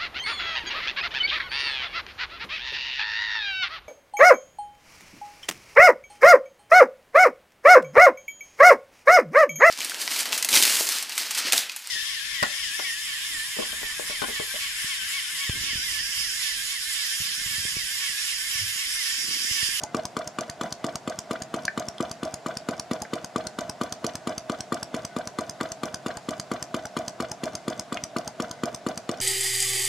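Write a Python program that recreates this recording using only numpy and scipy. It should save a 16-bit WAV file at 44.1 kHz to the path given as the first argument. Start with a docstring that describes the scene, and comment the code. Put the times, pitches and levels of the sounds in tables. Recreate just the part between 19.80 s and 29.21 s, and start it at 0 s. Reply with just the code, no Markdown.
"""A small flame-fed model engine runs at about four and a half turns a second on a bench in a quiet workshop.
Soft room noise and the rubbing of sliding parts sound throughout; the cylinder air hums under them.
Once a turn faint ticks lead to the valve snap, with its puff and rebound; half a turn later the crank knocks
the frame, the valve gear ticks, the cylinder hoots and the gear rattles. From 1.88 s a loose part taps at times.
Contacts are noise bursts and decaying modes, rubbing is noise through those modes; the shop echoes it all."""
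import sys
import numpy as np
from scipy import signal
from scipy.fft import rfft, irfft, next_fast_len
from scipy.io import wavfile

SR = 44100
rng = np.random.default_rng(int(sys.argv[2]) if len(sys.argv) > 2 else 0)


def convert_level_to_amplitude(level_db):
    """Map a level in decibels to its linear amplitude factor."""
    exponent = np.asarray(level_db, float) / 20
    return 10 ** exponent


def master_out(mix):
    """Clip the mix to full scale and print it as 16-bit PCM to the path in sys.argv[1]."""
    frames = np.transpose(np.atleast_2d(mix))
    ceiling = np.clip(frames, -1, 1)
    pcm = np.round(ceiling * 32767).astype(np.int16)
    wavfile.write(sys.argv[1], SR, pcm)


N = 414981


def rms_one(x):
    """Scale to rms 1."""
    return x / np.sqrt(np.mean(x ** 2) + 1e-20)


def at_hz(points, hz):
    """Interpolate (hz, value) points on a log-frequency axis."""
    points_hz, values = np.transpose(points)
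    return np.interp(np.log(hz), np.log(points_hz), values)


def drift(rate_hz):
    """Slow random wander of rms 1: noise through two equal poles at rate_hz, computed every 40 samples."""
    hop = 40
    r = np.exp(-2 * np.pi * rate_hz * hop / SR)
    slow = signal.lfilter([1], [1, -2 * r, r * r], rng.standard_normal(N // hop + 2002))[2000:]
    return np.interp(np.arange(N) / hop, np.arange(len(slow)), rms_one(slow))


# stereo lean of radiated modes: pitch_hz, left_minus_right_db
LEAN = [(250, 1.27), (800, -1.71), (1180, 5.5), (2000, -1)]


def ring(push, hz, t60_s):
    """Two-pole resonator: a unit click rings a decaying sine of height 1, leaning to one side by pitch."""
    r, w = convert_level_to_amplitude(-60 / (t60_s * SR)), 2 * np.pi * hz / SR
    lean_db = at_hz(LEAN, hz)
    tone = signal.lfilter([0, np.sin(w)], [1, -2 * r * np.cos(w), r * r], push + 1e-18)
    return tone * convert_level_to_amplitude(np.array([[lean_db / 2], [-lean_db / 2]]))


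def ring_modes(push, modes):
    """One push rings every (pitch_hz, level_db, t60_s) mode."""
    return sum(convert_level_to_amplitude(db) * ring(push, hz, t60_s) for hz, db, t60_s in modes)


def train(start_s, sizes):
    """Clicks of the given sizes at the given times."""
    out = np.zeros(N)
    at = np.clip(np.asarray(start_s) * SR, 0, N - 1).astype(int)
    np.add.at(out, at.ravel(), np.ravel(sizes))
    return out


def soften(clicks, hz):
    """A soft contact spreads the push in time: two equal low-pass poles."""
    r = np.exp(-2 * np.pi * hz / SR)
    return signal.lfilter([(1 - r) ** 2], [1, -2 * r, r * r], clicks + 1e-18)


def chatter(start_s, level_db, spread_s, count):
    """A loose contact lands as uneven touches, up to 8 dB down; returns times and levels."""
    draw = rng.random((len(start_s), count, 2))
    return start_s[:, None] + spread_s * draw[..., 0], level_db[:, None] - 8 * draw[..., 1]


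def strike(modes, start_s, level_db, uneven_db, detune, wide):
    """Each touch rings each mode with its own strength, sign and detuning, a little unlike at the two ears."""
    out, t = np.zeros((2, N + 4000)), np.arange(2000) / SR
    starts = np.clip(np.ravel(start_s) * SR, 0, N).astype(int)
    chance = rng.standard_normal((len(starts), 4, len(modes), 1))
    hz, mode_db, t60_s = np.transpose(modes)[:3, :, None]
    for start, blow_db, (size, sign, tune, lead) in zip(starts, np.ravel(level_db), chance):
        fading_db = blow_db + mode_db + uneven_db * size - 60 * t / t60_s
        fading = np.sign(sign) * convert_level_to_amplitude(fading_db) * np.minimum(t / 0.0001, 1)
        phase = 2 * np.pi * hz * (1 + detune * tune) * t
        skew = wide * lead * hz / 8000      # higher modes radiate less alike to both sides
        ears = [np.sum(fading * np.sin(phase + side * skew), axis=0) for side in (1, -1)]
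        out[:, start:start + len(t)] += ears
    return out[:, :N]


def crack(start_s, level_db):
    """Bare noise of metal meeting metal: a short band-limited burst at each hard contact."""
    r = np.exp(-1 / (0.0014 * SR))      # rise and decay time constant 1.4 ms
    clicks = train(start_s, convert_level_to_amplitude(level_db)) + 1e-18
    burst = signal.lfilter([1 - r], [1, -r], signal.lfilter([1], [1, -r], clicks))
    noise = rng.standard_normal(N) + 0.62 * rng.standard_normal((2, N))
    bright = signal.sosfilt(signal.butter(1, 2450, "high", fs=SR, output="sos"), burst * noise)
    return signal.sosfilt(signal.butter(3, 9230, fs=SR, output="sos"), bright)


# workshop noise spectrum, relative: pitch_hz, density_db_per_hz
ROOM = [(30, -67), (130, 13), (340, 7.5), (800, 7), (1500, 2), (2480, -3), (6050, -7), (9970, -20),
        (16000, -36)]
# left-right likeness of the noise: pitch_hz, correlation_ratio
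LIKENESS = [(140, 0.89), (380, 0.883), (2380, 0.68), (15000, 0.79)]


def room_noise(patchy_db):
    """Half-octave bands of stereo noise, each with its own level, flicker and left-right likeness."""
    out, edges_hz = 0, 30 * 2 ** np.arange(0, 9.6, .5)
    white = rng.standard_normal((2, 2, N))
    for k, (low, high) in enumerate(zip(edges_hz, edges_hz[1:])):
        band = signal.butter(2, [low, high], "band", fs=SR, output="sos")
        mid, side = signal.sosfilt(band, white[k % 2])
        hz = np.sqrt(low * high)
        alike = np.clip(at_hz(LIKENESS, hz), -1, 1)
        gain = convert_level_to_amplitude(at_hz(ROOM, hz) + patchy_db * drift(8.2))
        out = out + gain * (np.sqrt(1 + alike) * mid + np.sqrt(1 - alike) * side * [[1], [-1]])
    return convert_level_to_amplitude(-49) * rms_one(out)


# crank knocks, nominal: start_s, clank_db, thud_db
KNOCKS = [(0.144, -19.5, -21), (0.3658, -20.5, -24), (0.5845, -22.5, -27), (0.8101, -21, -26),
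          (1.0412, -25.5, -22.5), (1.274, -25, -23), (1.5078, -23.5, -21), (1.7392, -24, -22.5),
          (1.9738, -22.5, -24.5), (2.2018, -22, -21), (2.428, -29, -24.5), (2.6596, -22.5, -24),
          (2.8857, -23, -21), (3.1105, -24.5, -21.5), (3.3311, -26, -22.5), (3.5576, -21, -21.5),
          (3.7852, -26, -25.5), (4.011, -21.5, -22), (4.2422, -24.5, -23), (4.4702, -25.5, -25),
          (4.6958, -22.5, -22), (4.9202, -20, -21), (5.1406, -25.5, -23.5), (5.363, -25.5, -23),
          (5.5855, -20, -23), (5.8084, -22.5, -23.5), (6.0321, -22.5, -25), (6.26, -24, -23),
          (6.4845, -28.5, -24), (6.7137, -23, -22), (6.9412, -22, -23), (7.1652, -21.5, -24.5),
          (7.4, -21.5, -23.5), (7.6324, -32.5, -24), (7.8777, -27, -21.5), (8.1212, -24, -25),
          (8.3616, -23, -22.5), (8.598, -22.5, -22), (8.833, -22, -21), (9.0635, -23.5, -21),
          (9.2904, -26.5, -22)]
# rubbing through one turn from the knock, relative: turn_ratio, level_db
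RUB = [(0, -43.5), (.1, -35), (.25, -40), (.36, -47), (.42, -39.5), (.6, -49), (.75, -78), (1, -38)]


def rub_strength():
    """Rubbing strength follows the crank angle, with a random flicker."""
    s = np.transpose(KNOCKS)[0]
    knots_s = np.r_[2 * s[0] - s[1], s, 2 * s[-1] - s[-2]]
    turn = np.interp(np.arange(N) / SR, knots_s, np.arange(len(knots_s))) % 1
    return convert_level_to_amplitude(np.interp(turn, *np.transpose(RUB)) + 2.5 * drift(25))


# frame and bench modes: pitch_hz, level_db, t60_s
FRAME = [(249.3, -6, 0.058), (289, -17, 0.16), (341.7, -8.5, 0.079), (440.06, -11.5, 0.082),
         (475.7, -21.5, 0.3), (519, -21, 0.31), (1006.3, -11, 0.062), (1167.7, -4, 0.03),
         (1243, -21, 0.086), (1463, 1.5, 0.016), (1981, -12, 0.03), (2350, -20.5, 0.1), (2975, -10, 0.018),
         (3448, -9.5, 0.018), (4266, -13.5, 0.034), (5190, -22, 0.05), (7100, -15, 0.042),
         (10210, -16, 0.011), (12330, -38, 0.015)]
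# thin casing modes: pitch_hz, level_db, t60_s
CASING = [(1500, -88, 0.096), (2048, -88, 0.04)]
# valve plate and lever modes: pitch_hz, level_db, t60_s
VALVE = [(3200, -13, 0.0048), (4760, -9, 0.01694), (5373, -10.5, 0.014), (6134, -2.5, 0.0095),
         (7495, -12, 0.015), (8980, -16, 0.024), (11700, -18, 0.0065), (13800, -28, 0.0067)]


def sliding_parts(stroke):
    """Friction noise drives frame and valve modes with the stroke; the casing sings faintly on its own drift."""
    rub = rng.standard_normal(N)
    frame = convert_level_to_amplitude(-28.5) * ring_modes(rub * stroke, FRAME[:14])
    valve = convert_level_to_amplitude(-37.5) * ring_modes(rub * stroke, VALVE)
    casing = ring_modes(rub * convert_level_to_amplitude(5.1 * drift(9.8)), CASING)
    return frame + valve + casing


# close, beating cylinder air modes: pitch_hz, level_db, t60_s
AIR = [(629.6, -1, 0.099), (684, 1.5, 0.07), (726, -1.5, 0.045)]


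def cylinder_air(stroke):
    """Ticks kick neighbouring air modes in opposite sense, so they swell together; flame and rub keep a hum."""
    s = np.transpose(KNOCKS)[0]
    hoot_db = -27.5 + 0.5 * rng.standard_exponential(len(s))
    late = rng.standard_normal((len(s), 2))
    kick = train(s + .0262, convert_level_to_amplitude(hoot_db))
    kick += train(s + 0.042 + 0.00279 * late[:, 0], convert_level_to_amplitude(-34.5 + 6.3 * late[:, 1]))   # the rattle's second kick
    draught = convert_level_to_amplitude(-32.5) * stroke + convert_level_to_amplitude(-73.5)
    out = 0
    for k, (hz, db, t60_s) in enumerate(AIR):
        flame = rng.standard_normal(N)
        out = out + convert_level_to_amplitude(db) * ring((-1) ** k * kick + draught * flame, hz, t60_s)
    return out


# valve closings, nominal: start_s, level_db
SNAPS = [(0.0367, -9), (0.2546, -9.5), (0.4759, -13), (0.6991, -13.5), (0.926, -10), (1.1569, -10),
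         (1.39, -10), (1.6218, -13), (1.8535, -9.5), (2.0865, -12.5), (2.3149, -12), (2.542, -10.5),
         (2.772, -10.5), (2.998, -9.5), (3.2206, -11), (3.4464, -14), (3.6708, -10.5), (3.8973, -11),
         (4.1254, -9.5), (4.355, -11), (4.5813, -10.5), (4.8074, -11.5), (5.0305, -10), (5.2513, -11.5),
         (5.4746, -12.5), (5.697, -12.5), (5.92, -11.5), (6.145, -10), (6.372, -16), (6.599, -10.5),
         (6.827, -10), (7.056, -15), (7.2821, -11), (7.517, -12.5), (7.7536, -10), (7.9967, -10),
         (8.2385, -8), (8.4777, -12.5), (8.7133, -13.5), (8.9475, -11.5), (9.177, -11), (9.4037, -11.5)]
# faint ticks before each snap: ahead_s, level_db
LEAD_IN = [(.031, -43), (.019, -41)]
# closings at which the plate lands flat, nominal: start_s, level_db
FLAT_LANDINGS = [(0.037, -16), (3.2224, -17), (3.898, -24), (6.373, -24), (7.057, -21.5), (7.516, -21),
                 (8.479, -23)]


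def valve_closing():
    """Lead-in ticks, scuff, snap and rebound ring the valve; seating rings the frame, and the air puffs."""
    shut, snap_db = np.transpose(SNAPS)
    puff_db, rebound_db = np.transpose([-25, -33.5] + [1.1, 4.] * rng.standard_normal((len(shut), 2)))
    ahead_s, lead_db = np.transpose(LEAD_IN)
    slack = rng.standard_normal((len(shut), len(LEAD_IN), 2))
    lead_in = shut[:, None] - ahead_s + 0.00037 * slack[..., 0], lead_db + 4 * slack[..., 1]
    scuff = chatter(shut - .003, snap_db - 19, .005, count=4)
    snap = shut - .0007, snap_db - 7.0
    rebound = chatter(shut + .012, rebound_db, .002, count=1)
    touches = [lead_in, scuff, snap, rebound]
    out = sum(strike(VALVE, *touch, uneven_db=1, detune=0.052, wide=0.37) for touch in touches)
    out += crack(shut - .0012, snap_db - 13.5)
    seating = chatter(shut - .005, puff_db - 12.5, 0.0052, count=3)
    out += strike(FRAME[6:13], *seating, uneven_db=4, detune=.12, wide=.9)
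    # the cut-off air stream springs back once
    puff = soften(train(shut - .0042, -convert_level_to_amplitude(puff_db + 3.5)), hz=1233)
    # the plate knocks its seat
    seat_db = puff_db - 8.5 + 3 * rng.standard_normal(len(shut))
    seat = soften(train(shut - .0015, convert_level_to_amplitude(seat_db)), hz=1460)
    landing_s, landing_db = np.transpose(FLAT_LANDINGS)
    landing = soften(train(landing_s + 0.00203, convert_level_to_amplitude(landing_db)), hz=616)
    return out + ring(puff, 197.0, 0.012) + ring(seat, 980, 0.027) + ring(landing, 846, 0.043)


def crank_knock():
    """Hard touches crack and ring high frame modes, a shiver the middle ones, a soft blow the low ones."""
    s, clank_db, thud_db = np.transpose(KNOCKS)
    low = [m for m in FRAME if m[0] < 700]
    middle = [m for m in FRAME if 700 < m[0] < 1600]
    high = [m for m in FRAME if m[0] > 1600]
    spread_db = 1.73      # how unlike the blows ring low and middle modes
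    thud = clank = 0
    for hz, db, t60_s in low:
        own_db = spread_db * rng.standard_normal(len(s))
        blow = soften(train(s + 0.0019, convert_level_to_amplitude(thud_db + 7.0 + db + own_db)), hz=900)
        thud = thud + ring(blow, hz, t60_s)
    # a small frame radiates no deep bass
    thud = signal.sosfilt(signal.butter(3, 125, "high", fs=SR, output="sos"), thud)
    for hz, db, t60_s in middle:      # the bearing cap passes the blow on as a short shiver
        own_db = spread_db * rng.standard_normal(len(s))
        blow = train(s + 0.00106, -convert_level_to_amplitude(clank_db - 28.5 + db + own_db))
        shiver = ring(blow, hz=1239, t60_s=0.014)[0]
        clank = clank + ring(shiver, hz, t60_s)
    touch_s, touch_db = chatter(s + 0.00045, np.full(len(s), -25), 0.0061, count=5)
    hard = strike(high, touch_s, touch_db, uneven_db=1.5, detune=0.0334, wide=0.3)
    return thud + clank + hard + crack(touch_s, touch_db - 6)


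def valve_tick():
    """After the knock the valve gear touches twice, ringing the valve modes with a crack."""
    s = np.transpose(KNOCKS)[0]
    tick_db = -27.5 + 3 * rng.standard_exponential(len(s))
    touch_s, touch_db = chatter(s + .0228, tick_db, 0.0021, count=2)
    ticks = strike(VALVE, touch_s, touch_db, uneven_db=1, detune=0.052, wide=0.37)
    return ticks + crack(touch_s, touch_db - 12)


def valve_rattle():
    """Loose gear touches ring frame modes, reaching higher ones later, up to the fifth."""
    s = np.transpose(KNOCKS)[0]
    rattle_db = -36.64 + 2.5 * rng.standard_normal(len(s))
    touch_s, touch_db = chatter(s + .04, rattle_db, .006, count=7)
    out = 0
    for k, mode in enumerate(FRAME[7:16]):
        climb_s = min(k, 4) * .0022
        out = out + strike([mode], touch_s + climb_s, touch_db, uneven_db=3, detune=.03, wide=.9)
    return out


# wooden-sounding taps, nominal: start_s, level_db, pitch_ratio
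TAPS = [(1.88, -9, 1.006), (2.182, -24.5, 2.1), (3.251, -27, 1.01), (5.8039, -20, 0.9), (8.172, -16, 1.39)]
# loose part modes at pitch_ratio 1: pitch_hz, level_db, t60_s
LOOSE = [(700, -17, .04), (1490, -17, .1), (1600, -2, .016), (1776, -15, .07), (1970, -8, .018),
         (2350, -12, .03), (4420, -16, .015), (5000, -19, .01)]


def loose_part():
    """A loose part taps in double touches, higher or lower; a higher tap dies sooner."""
    out = 0
    for s, db, pitch in TAPS:
        modes = np.multiply(LOOSE, [pitch, 1, 1 / pitch])
        out = out + strike(modes, [s - 0.0004, s + 0.0005], [db - 12, db - 2.5],
                           uneven_db=1.5, detune=0.021, wide=0.71)
    return out


def workshop(x):
    """Eight dulling feedback delays a side, evaluated over frequency; the light walls return little bass."""
    t60_s, wall_cut_hz = .2, 14000
    size = next_fast_len(N + SR)
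    hz = np.arange(size // 2 + 1) * SR / size
    spectrum = rfft(x, size) * hz ** 2 / (hz ** 2 + 380 ** 2)
    dull = 1 / (1 + 1j * hz / wall_cut_hz)
    out = np.zeros((2, len(hz)), complex)
    for k, lag_s in enumerate(rng.uniform(0.0034, .03, 16)):
        loop = convert_level_to_amplitude(-60 * lag_s / t60_s) * dull * np.exp(-2j * np.pi * hz * lag_s)
        out[k % 2] += (-1) ** (k // 2) * loop / (1 - loop)
    return irfft(out * spectrum, size)[:, :N]


def scene():
    """The engine, its echo in the shop and the room noise."""
    room = room_noise(patchy_db=.7)
    stroke = rub_strength()
    engine = sliding_parts(stroke) + cylinder_air(stroke) + valve_closing()
    engine = engine + crank_knock() + valve_tick() + valve_rattle() + loose_part()
    return engine + convert_level_to_amplitude(-20.5) * workshop(engine.mean(axis=0)) + room


def band_limit(x):
    """A steep low-pass at the top of the band."""
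    return signal.sosfilt(signal.butter(12, 16480, fs=SR, output="sos"), x)


def record(dry):
    """The deep bass is thinned by a high-pass; the top is band-limited by a steep low-pass."""
    thin = signal.sosfilt(signal.butter(3, 72, "high", fs=SR, output="sos"), dry)
    mix = signal.sosfilt(signal.cheby2(12, 60, 16800, fs=SR, output="sos"), thin)
    return band_limit(mix)


dry = scene()
out = record(dry)
master_out(out)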